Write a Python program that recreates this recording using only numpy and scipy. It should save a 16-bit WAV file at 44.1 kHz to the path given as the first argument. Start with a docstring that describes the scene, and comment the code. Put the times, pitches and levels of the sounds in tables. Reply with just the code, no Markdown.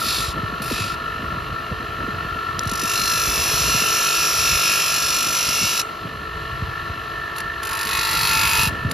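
"""An open workshop, where a bench motor spins a sanding drum; its bearings whine and throb once a turn.
A wooden ladle is pressed to the drum in several strokes: light touches graze only the high spot, firm ones
hiss all round. Scratched grit, much of it returning every turn, drives the resonant modes of the wood.
Sines on the shaft and a resonating housing make the motor; shaped noise and falling puffs make the draught."""
import sys
import numpy as np
from scipy import signal
from scipy.fft import rfft, irfft, next_fast_len
from scipy.io import wavfile
from scipy.ndimage import uniform_filter1d

SR = 44100
rng = np.random.default_rng(int(sys.argv[2]) if len(sys.argv) > 2 else 0)


def transcribe(u):
    """Save the signal u as a 16-bit wav file named by the first command-line argument.

    u: samples, shape (n,) or (channels, n), limited to [-1, 1]; the rate is SR.
    q: integer samples, one column per channel.
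    """
    v = np.clip(np.atleast_2d(u).T, -1, 1)
    q = np.round(v * 32767).astype(np.int16)
    wavfile.write(sys.argv[1], SR, q)


N = 393813
SIZE = next_fast_len(N)   # FFT length

# wood on drum: (start [s], end [s], press-in [s], ease-off [s], hiss grazing [dB], hiss pressed in [dB],
#   hiss before easing [dB], hiss at lift-off [dB], bounce grazing [nepers], bounce firm [nepers],
#   high spot at start [turns], at end [turns], top of hiss at start [dB], at end [dB],
#   lower wood modes [dB], landing [dB], lift-off kick [dB], hold [0 neck, 1 handle, 2 rim])
STROKES = [ (-.04, 0.324, 0.13, 0.1, -35.5, -25.5, -26, -35.5, .4, 0.078, 0.74, 0.82, 2, -19, 6, 10, -26, 0),
           (0.62, 0.944, 0.094, 0.13, -44.5, -29.5, -29.5, -39, 0.91, 0.078, 0.14, 0.24, 2, -27, 11, 15.5, -25, 0),
           (2.593, 5.812, 0.31, 0.069, -30.5, -23, -21.5, -24.5, 9.9, 0.32, 0.79, 0.9, -4.5, -8.5, 4.5, 27, 3, 1),
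           (7.356, 7.408, 0.048, 0.022, -23, -30, -25, -31, 10, 2.4, 0.85, 0.84, 15, -10, 13, 3.5, -24, 2),
           (7.623, 8.687, 0.57, 0.06, -25.5, -20.5, -17.5, -26, 4.4, 0.96, .5, .8, -4, -5, 9, 5.5, -8, 2),
           (8.898, 8.921, 0.006, 0.009, -30, -21, -15, -27, 4.4, 5.1, 1, 0.85, -5, -5, 7, 3.5, -26, 2), ]
# the hand leans in and eases during the long stroke: (time [s], level [dB], added bounce [nepers])
LEAN = [(3.0, 2, 0.79), (3.5, 1.5, 0.063), (4.2, 1.5, 0.26), (4.65, 3, 0.25), (5.1, 2.5, 1), (5.4, 2, 1),
        (5.7, 0.5, 0)]
# the grip shifts along the wood: (time [s], modes near 2.7 kHz [dB], modes near 4.2 kHz [dB],
#   slide by which upper modes of the 2.7 and 5.5 kHz groups win over the lower [dB per semitone])
GRIP = [(2.6, -2, -5, 0), (2.92, 0, -2, 0), (2.97, -2, 8, 0), (3.06, -2, 8, 0), (3.13, 0, 0, 0),
        (3.4, 0, 0, -1.5), (3.9, 1, 0, 3), (4.3, 0, 0, -1.5), (4.7, 0, 0, -3), (5.4, 0, 0, 1.5),
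        (5.8, 0, 0, 0), (7.7, -3, -3, 0), (7.88, -5, -2, 0), (7.93, 1, 0, -1), (8.13, 1, 4, -1),
        (8.3, 0, 3, 0), (8.35, 2, -1, 0), (8.65, 2, -2, 1.5)]
# what the ladle rings with in each hold: (pitch [Hz], width [Hz], level [dB])
NECK_MODES = [(2630, 250, -2.5), (3920, 800, 3.5), (4600, 590, 1), (5240, 360, -0.5), (6040, 1500, -12),
              (7050, 560, -5.5)]
HANDLE_MODES = [(142, 4.1, 13.5), (564, 180, 0.5), (1697, 25, 2), (2530, 100, -1), (2697, 114, 4),
                (2820, 220, 0.5), (3540, 960, -5.5), (4160, 200, 1.5), (4180, 1070, -2.5), (4730, 290, -6),
                (5270, 420, 3), (5680, 460, 5.5), (7030, 95, 5.5)]
RIM_MODES = [(888, 24, 13.5), (970, 47, 4.5), (1088, 28, 11), (1388, 26, 5.5), (1500, 23, -3.5),
             (2050, 890, -9), (2547, 47, 1.5), (2730, 75, -1.5), (3080, 130, -16), (3540, 2400, -5.5),
             (3940, 100, 7.5), (4380, 160, 0), (5130, 500, -7), (6940, 140, -3)]
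# colour of the bare scratching: (pitch [Hz], level [dB])
SCRATCH_COLOUR = [(300, -50), (1000, -8.5), (2000, -10), (3000, -55), (7000, -124), (9000, -1.5),
                  (11000, 2), (13000, -1.5), (16000, 1)]
# shaft speed, sagging under load: (time [s], speed [turns per s])
SHAFT = [(0, 49.8), (3.0, 49.8), (3.3, 49.5), (3.6, 49.3), (4.2, 49.2), (5.8, 49.2), (6.05, 49.8),
         (7.35, 49.75), (7.8, 49.8), (8.1, 49.5), (8.65, 49.45), (8.93, 49.8)]
# motor as heard from the moving microphone, relative levels: (time [s], whine [dB],
#   upper housing mode against the whine [dB], other tones and modes [dB], upper whine against its mode [dB])
MOTOR = [(0.0, -25.5, -13, -30.5, 1), (1.69, -27.5, -9.5, -31.5, -5), (3.21, -23, -10, -29.5, -11),
         (3.38, -31, -4, -25.5, -9), (3.7, -25, -7.5, -25.5, -4), (5.82, -30.5, -8, -30.5, -17),
         (6.28, -31.5, -9, -33.5, 5), (6.4, -30.5, -6.5, -31.5, 3), (7.6, -29.5, -4.5, -32, 7.5),
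         (8.4, -26, -6, -30, 0), (8.73, -32, 0.5, -30, 1.5), (8.93, -32.5, -7.5, -32.5, 11)]
# pitches of the two strong whines at idle speed: (lower [Hz], upper [Hz])
WHINE_HZ = (1351.5, 1789)
# strong whines, relative levels, lower whine first: (tone [dB], sideband two turns below [dB],
#   one turn below [dB], one turn above before the lift from load [dB])
WHINES = [(-36, -6.5, -5.5, -9), (-45, -11.5, -14, -19)]
# weaker bearing tones at idle speed: (pitch [Hz], relative level [dB])
BEARING_TONES = [(340, -47), (441.4, -49), (667.5, -47.5), (716, -51), (979.8, -54.5), (1104, -44),
                 (1127, -44), (1200, -46.5), (1335, -48.5), (1381, -47), (1431, -53), (2600, -50.5),
                 (2745, -52.5), (2912, -50.5), (3187, -56), (3284, -55.5), (3989, -52), (4360, -52)]
# motor housing resonances: (pitch [Hz], width of each of two passes [Hz], relative level [dB])
HOUSING = [(423.5, 53, -7), (636, 156, -18.5), (987.6, 70, -10), (1126, 67, -8), (1343, 82, -3.5),
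           (1762, 133, -7.5), (2766, 600, -16), (3680, 210, -21), (4137, 170, -18), (4970, 83, -25.5)]
# colour of the air from fan and yard: (pitch [Hz], level [dB])
AIR_COLOUR = [(100, -12), (500, -5.5), (1250, -6), (1550, -9), (2000, -5.5), (4500, -16), (6000, -20),
              (9000, -25.5), (12000, -22.5), (15000, -32)]
# wind rumble on the microphone: (time [s], level [dB])
DRAUGHT = [(0, -36.5), (1.2, -37), (3.8, -35.5), (4.1, -49), (4.33, -44), (4.53, -29), (4.68, -47.5),
           (5.65, -41), (5.8, -49), (6.15, -39), (6.45, -33.5), (6.9, -38), (7.8, -41), (8.58, -31.5),
           (8.67, -34), (8.93, -33)]
# wind flutter: (time [s], level [dB])
GUSTINESS = [(0, -41), (3.8, -43), (4.1, -49), (6.1, -41.5), (6.4, -49), (7.8, -48.5), (8.93, -38)]
# colour of the rumble: (pitch [Hz], relative level [dB])
RUMBLE_COLOUR = [(20, -19), (41, 1), (65, 6.5), (176, -2.5), (250, -34), (320, -12), (550, -120)]
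# colour of the flutter: (pitch [Hz], relative level [dB])
FLUTTER_COLOUR = [(60, -4.5), (150, 4.5), (250, 4.5), (400, -3), (650, -3), (1200, -73)]
# eddies on the ports: (time [s], relative level [dB], nominal pitch, swept from above to below it [Hz])
PUFFS = [(0.181, -28, 193), (0.281, -19, 70.6), (0.432, -18, 120), (0.523, -25, 225), (0.6, -24, 188),
         (0.71, -19, 310), (0.726, -20, 79), (0.803, -19.5, 122), (1.013, -31, 200), (1.224, -25.5, 250),
         (1.371, -22, 120), (1.717, -22, 118), (2.031, -25, 300), (2.078, -23, 260), (2.138, -25, 88.8),
         (2.247, -25, 133), (2.66, -19, 131), (2.715, -22.5, 247), (2.827, -23, 277), (3.274, -19.5, 75),
         (3.609, -23, 96), (3.745, -20, 152), (3.817, -23.5, 216), (5.632, -23, 143), (6.05, -22, 144),
         (6.621, -16.5, 96), (6.684, -24, 76.5), (6.898, -20.5, 85), (8.232, -22, 80.4), (8.434, -20.5, 87),
         (8.631, -20.5, 113), (8.67, -17, 116), (8.72, -23, 110), (8.848, -14, 132)]
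# two ports in one body: (pitch [Hz], lead of the right port [radians])
PORT_LEAD = [(100, 0), (700, -.2), (1350, -.8), (2050, 0), (4800, 0), (5600, .85), (6900, 1.3),
             (8350, 3.14), (9650, 4.24), (11400, 6.2), (13100, 6.8), (15200, 9.42)]
# diffuse part, opposite in the two ports: (pitch [Hz], level [dB])
SPREAD = [(30, -26), (70, -20), (150, -11.5), (700, -11.5), (1500, -8.5), (2500, -11.5), (4500, -80),
          (6000, -24), (8000, -9), (14000, -34)]

IDLE_TURNS, START_TURN = 49.8, .09   # turns per s; turns
# likeness of one turn to the next, by hold; lost above this pitch
GRIT_MEMORY, GRIT_REPEAT_HZ = (.6, .85, .9), 6600
EVEN_NEPERS = 0.27   # bare scratching hardly follows a bounce smaller than this
SKIP_DB_PER_NEPER = .4   # a bouncing touch lands unevenly from turn to turn
PRESS_WAVER_DB, GRIP_WAVER_DB = .5, 1.1   # slow chance in the force and in each mode
# the sleeve's seam knocks below one pitch; grains drive the wood above the other
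SEAM_DB, SEAM_HZ, GRAIN_HZ = -9, 2530, 1326
# the high spot digs in over this share of a turn and raps the wood, levels by hold; the rap is dull on top
KNOCK_DB, KNOCK_TURNS, RAP_DB, RAP_TOP_HZ = (-25, -8, 5), .12, (-40, -14, -4), 4800
LAND_S = 0.023   # the first touch is harder than the graze that follows
SETTLE_SHARE = 0.42   # bounce dies over this share of the press-in
# the wood skips over the last turns (added bounce in nepers), then is clear
LIFT_S, LIFT_BOUNCE, TAIL_S = 0.036, 1.55, 0.007
KICK_TOP_DB = -2   # the lift-off kick is duller than the hiss
TOP_DB_PER_NEPER, LOW_DB_PER_NEPER = -3, -1.25   # what bounce does to the top and to the lower modes
SPLIT_HZ = 8500   # body of the hiss below, top above
# speed loss at full load in turns per s; what load does to levels, and the share of waver it takes away
FULL_SAG, LOAD_WHINE_DB, LOAD_RUMBLE_DB, LOAD_WAVER = .6, 3, -3, .7
THROB_SLIP, LOAD_UPPER_DB = .25, 8   # radians the sidebands slip; load lifts the upper one
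WAVER_DB, TONE_WAVER_DB, LUMPS_DB = 1.6, 1.8, 2.5   # slow swell of whines and tones, lumps in the wind
AIR_DB = -8.5   # against the motor's other tones and modes setting
OWN_WIND_DB = -25.5   # part of the wind that differs between the ports
CUTOFF_HZ = 15719


def from_db(db):
    """dB to gain."""
    return 10 ** (np.asarray(db) / 20)


def rms_one(x):
    """Scale to rms 1."""
    return x / np.sqrt(np.mean(x ** 2) + 1e-20)


def in_time(rows):
    """Columns of a timed table, sample by sample."""
    s, *columns = np.transpose(rows)
    return [np.interp(np.arange(N) / SR, s, c) for c in columns]


def at_bins(points):
    """A (pitch, value) table on the FFT grid, straight on a log axis."""
    hz, value = np.transpose(points)
    bins_hz = np.arange(SIZE // 2 + 1) * SR / SIZE
    return np.interp(np.log(bins_hz + 1), np.log(hz), value)


def coloured(x, spectrum):
    """Filter x by a spectrum in dB."""
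    return irfft(rfft(x, SIZE) * from_db(at_bins(spectrum)), SIZE)[..., :N]


def band(x, hz, kind, order=2):
    """Butterworth filter."""
    return signal.sosfilt(signal.butter(order, hz, kind, fs=SR, output="sos"), x)


def drift(rate_hz):
    """Slow chance of spread 1, drawn every 40 samples."""
    r = np.exp(-80 * np.pi * rate_hz / SR)
    slow = signal.lfilter([1], [1, -2 * r, r * r], rng.standard_normal(N // 40 + 2002))[2000:]
    return np.interp(np.arange(N) / 40, np.arange(len(slow)), rms_one(slow))


def ring(x, hz, width_hz, db):
    """One damped resonance driven by x."""
    r = np.exp(-np.pi * width_hz / SR)
    a = [1, -2 * r * np.cos(2 * np.pi * hz / SR), r * r]
    return from_db(db) * signal.lfilter([(1 - r * r) / 2, 0, (r * r - 1) / 2], a, x)


def surface(turns, memory):
    """A rough surface passing by once a turn, changing a little each time."""
    spots = 1024
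    fresh = rng.standard_normal((int(turns[-1]) + 22, spots))
    bumps = signal.lfilter([1], [1, -memory], fresh, axis=0)[20:]
    return rms_one(np.interp(turns * spots, np.arange(bumps.size), bumps.ravel()))


def grit(turns, memory):
    """One lane of grains: coarse ones return every turn, the finest are always new."""
    coarse = band(surface(turns, memory), GRIT_REPEAT_HZ, "low")
    return coarse + band(rng.standard_normal(N), GRIT_REPEAT_HZ, "high")


def once_a_turn(turns, bounce, rise=0.11):
    """Force rises steeply at the high spot and falls off round the drum; mean power about 1."""
    angle = turns % 1
    force = np.exp(-bounce * angle) - (1 - np.exp(-bounce)) * np.exp(-angle / rise)
    return force / np.sqrt(uniform_filter1d(force ** 2, size=1772))   # two turns


def clicks(turns):
    """One impulse at the start of each turn."""
    return rms_one(np.diff(np.floor(turns), prepend=0).clip(0, 1))


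def touch(row):
    """One stroke of the hand in time: gain, bounce, high spot, top dB, lower modes dB."""
    (start, end, press, ease, graze_db, in_db, held_db, last_db, loose, firm,
     spot_a, spot_b, top_a, top_b, low_db, land_db, kick_db, _) = row
    t = np.arange(N) / SR
    since, until = np.clip(t - start, 0, 9), np.clip(end - t, 0, 9)
    lean_db, lean_bounce = in_time(LEAN)
    kick = from_db(kick_db) * (until < LIFT_S)
    skip = np.minimum(kick, 1)
    db = np.interp(t, [start, start + press, end - ease, end], [graze_db, in_db, held_db, last_db])
    db = db + land_db * np.exp(-since / LAND_S) + lean_db
    clear = np.exp(-np.clip(t - end, 0, 1) / TAIL_S)
    gain = from_db(db) * (1 + kick) * clear * (t >= start)
    settling = (loose - firm) * np.exp(-since / (SETTLE_SHARE * press))
    bounce = np.abs(firm + lean_bounce) + settling + LIFT_BOUNCE * skip
    spot = np.interp(t, [start, end], [spot_a, spot_b])
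    top_db = np.interp(t, [start, end], [top_a, top_b]) + TOP_DB_PER_NEPER * bounce + KICK_TOP_DB * skip
    return gain, bounce, spot, top_db, low_db + LOW_DB_PER_NEPER * bounce


def in_group(hz):
    """Semitones of a mode above the middle of its group, 0 outside the groups."""
    if 2400 < hz < 3100:
        return 12 * np.log2(hz / 2690)
    return 12 * np.log2(hz / 5520) if 5200 < hz < 5900 else 0


def wood(lanes, modes, low_db, grip):
    """The ladle's modes ring in parallel with alternating signs; each swells and fades as the grip shifts."""
    near_2700_db, near_4200_db, slide_db = grip
    rings = 0
    for k, (hz, width_hz, db) in enumerate(modes):
        swell_db = (hz > GRAIN_HZ + 100) * GRIP_WAVER_DB * drift(1.6)
        swell_db = swell_db + (hz < 3200) * low_db + (2200 < hz < 3200) * near_2700_db
        swell_db = swell_db + (3700 < hz < 4600 and width_hz < 800) * near_4200_db
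        swell_db = swell_db + in_group(hz) * slide_db
        # neighbouring modes listen to different lanes of grit
        rings = rings + (-1) ** k * from_db(swell_db) * ring(lanes[k % 2], hz, width_hz, db)
    return rings


def sanding(turns):
    """Grit scratches the wood, which rings in the modes of the present hold; also gives the wide hiss."""
    columns = np.transpose(STROKES)
    now = np.clip(np.searchsorted(columns[0], np.arange(N) / SR) - 1, 0, None)   # latest stroke begun
    gain, bounce, spot, top_db, low_db = (np.choose(now, c) for c in zip(*map(touch, STROKES)))
    gain = gain * from_db(SKIP_DB_PER_NEPER * bounce * drift(15.0))
    hold = columns[-1].astype(int)[now]
    spot_turns = turns + spot

    force = once_a_turn(spot_turns, bounce) * from_db(PRESS_WAVER_DB * drift(7.2))
    dig = np.exp(-(spot_turns % 1) / KNOCK_TURNS)
    knock = force + from_db(np.array(KNOCK_DB)[hold]) * dig
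    seam_turns = turns + columns[11][now]   # the seam sits where the high spot ends up
    seam = from_db(SEAM_DB) * band(clicks(seam_turns), SEAM_HZ, "low")
    rap = from_db(np.array(RAP_DB)[hold] + 0.43 * drift(23.0)) * clicks(spot_turns)
    blows = seam + band(band(rap, RAP_TOP_HZ, "low"), SEAM_HZ, "high")

    even = once_a_turn(spot_turns, bounce ** 2 / (bounce + EVEN_NEPERS))
    grains = np.array([grit(turns, GRIT_MEMORY[1]), rng.standard_normal(N)])
    scratch, along = coloured(grains * even, SCRATCH_COLOUR)
    top, wide = (rms_one(band(v, SPLIT_HZ, "high", order=4)) for v in (scratch, along))
    bare = band(scratch, SPLIT_HZ, "low", order=4)

    seated = from_db(-1.2 * bounce)   # a light touch hardly sets the wood ringing
    grip = in_time(GRIP)
    low = 0
    for n, modes in enumerate((NECK_MODES, HANDLE_MODES, RIM_MODES)):
        lanes = [blows + band(grit(turns, GRIT_MEMORY[n]) * knock, GRAIN_HZ, "high", order=4)
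                 for _ in range(2)]
        rings = wood(lanes, modes, low_db, grip)
        held = hold == n
        level = np.std((rings + bare)[held])
        low = low + held * gain * (seated * rings + bare) / level
    high = gain * from_db(top_db)
    # the contact is a line, so the two ports do not hear quite the same grains
    return low + high * top, high * wide * from_db(-10.0)


def whine(turns, waver, hz, db, *sides_db):
    """A bearing tone throbs through sidebands whole turns apart, wavering together."""
    angle = 2 * np.pi * hz / IDLE_TURNS * turns + 0.36 * drift(0.32)
    sides = 0
    for k, side_db in zip((-2, -1, 1), sides_db):
        load_db = (k > 0) * LOAD_UPPER_DB * (1.5 - waver)
        level = from_db(side_db + load_db + 2.0 * waver * drift(3.4))
        slip = THROB_SLIP * waver * drift(1.3)
        sides = sides + level * np.sin(angle + 2 * np.pi * k * turns + slip)
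    return from_db(db + 30.5 + WAVER_DB * waver * drift(1.54)) * (np.sin(angle) + sides)


def motor(turns):
    """Wavering bearing tones follow the shaft; a rumble that throbs each turn rings the housing."""
    whine_db, upper_db, rest_db, sharp_db = in_time(MOTOR)
    # load steadies the shaft: whines up, rumble down, a share of the waver lost
    load = np.clip((IDLE_TURNS - in_time(SHAFT)[0]) / FULL_SAG, 0, 1)

    def heard(hz):
        """The two strong housing modes beam, so they change with load and the microphone's place."""
        if 1600 < hz < 1900:
            return from_db(whine_db + upper_db + 9.0)
        return from_db(whine_db if 1230 < hz < 1600 else rest_db)

    tones = 0
    for hz, db in BEARING_TONES:
        level = heard(hz) * from_db(db + 32.5 + TONE_WAVER_DB * drift(6.6))
        tones = tones + level * np.sin(2 * np.pi * hz / IDLE_TURNS * turns + 0.48 * drift(1.0))
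    whines = 0
    for k, hz in enumerate(WHINE_HZ):
        level = heard(hz) * from_db(k * sharp_db)   # only the upper whine has its own setting
        whines = whines + level * whine(turns, 1 - LOAD_WAVER * load, hz, *WHINES[k])
    rumble = surface(turns, memory=0.31) * (1 + .65 * np.cos(2 * np.pi * turns))
    rings = 0
    for hz, width_hz, db in HOUSING:
        rings = rings + heard(hz) * ring(ring(rumble, hz, width_hz, db), hz, width_hz, 0)
    rest = tones + from_db(19.0) * rings
    return from_db(LOAD_WHINE_DB * load) * whines + from_db(LOAD_RUMBLE_DB * load) * rest


def air():
    """Fan and yard as coloured noise, its level following the motor's other tones and modes."""
    rest_db = in_time(MOTOR)[2]
    return from_db(AIR_DB + rest_db) * rms_one(coloured(rng.standard_normal(N), AIR_COLOUR))


def eddy(db, hz):
    """A puff of wind pops as a few falling cycles."""
    t = np.arange(int(.06 * SR)) / SR
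    cycles = hz * (0.682 * t + 0.008 * (1 - np.exp(-t / 0.0051)))
    swell = (t / 0.0032 * np.exp(1 - t / 0.0062)) ** 0.83
    return from_db(db - 5.5) * np.sin(2 * np.pi * cycles) * swell


def draught():
    """Lumpy low noise and eddies buffet the microphone; also gives the wind that differs between ports."""
    (rumble_db,), (flutter_db,) = in_time(DRAUGHT), in_time(GUSTINESS)
    lumps_db = LUMPS_DB * drift(15.6)
    rumble_gain = from_db(rumble_db + lumps_db + 0.84 * drift(59.0))
    rumble, own = rumble_gain * rms_one(coloured(rng.standard_normal((2, N)), RUMBLE_COLOUR))
    flutter_gain = from_db(flutter_db + lumps_db + 4.0 * drift(19.0))
    flutter = flutter_gain * rms_one(coloured(rng.standard_normal(N), FLUTTER_COLOUR))
    wind = rumble + flutter
    for s, db, hz in PUFFS:
        puff = eddy(db, hz)
        i = round(s * SR)
        wind[i:i + len(puff)] += puff[:N - i]
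    return wind, from_db(OWN_WIND_DB) * (own + flutter[::-1])


def ports(x):
    """Each port hears the sound with half the phase lead, plus a diffuse copy of opposite sign."""
    half = np.exp(.5j * at_bins(PORT_LEAD))
    tail = rng.standard_normal(8000) * np.exp(-np.arange(8000) / 2000)
    side = coloured(signal.fftconvolve(x, tail / np.linalg.norm(tail))[:N], SPREAD)
    left, right = (irfft(rfft(x, SIZE) * lead, SIZE)[:N] for lead in (1 / half, half))
    return np.array([left + side, right - side])


def scene():
    """Drum, motor, air and draught at the two ports."""
    turns = START_TURN + np.cumsum(in_time(SHAFT)[0]) / SR
    hiss, wide = sanding(turns)
    wind, own = draught()
    shared = hiss + motor(turns) + air() + wind
    return ports(shared) + (wide + own) * [[1], [-1]]


def record(dry):
    """The deepest bass and the top are cut."""
    return signal.sosfilt(signal.cheby2(14, 60, CUTOFF_HZ, fs=SR, output="sos"), band(dry, 41, "high"))


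dry = scene()
out = record(dry)
transcribe(out)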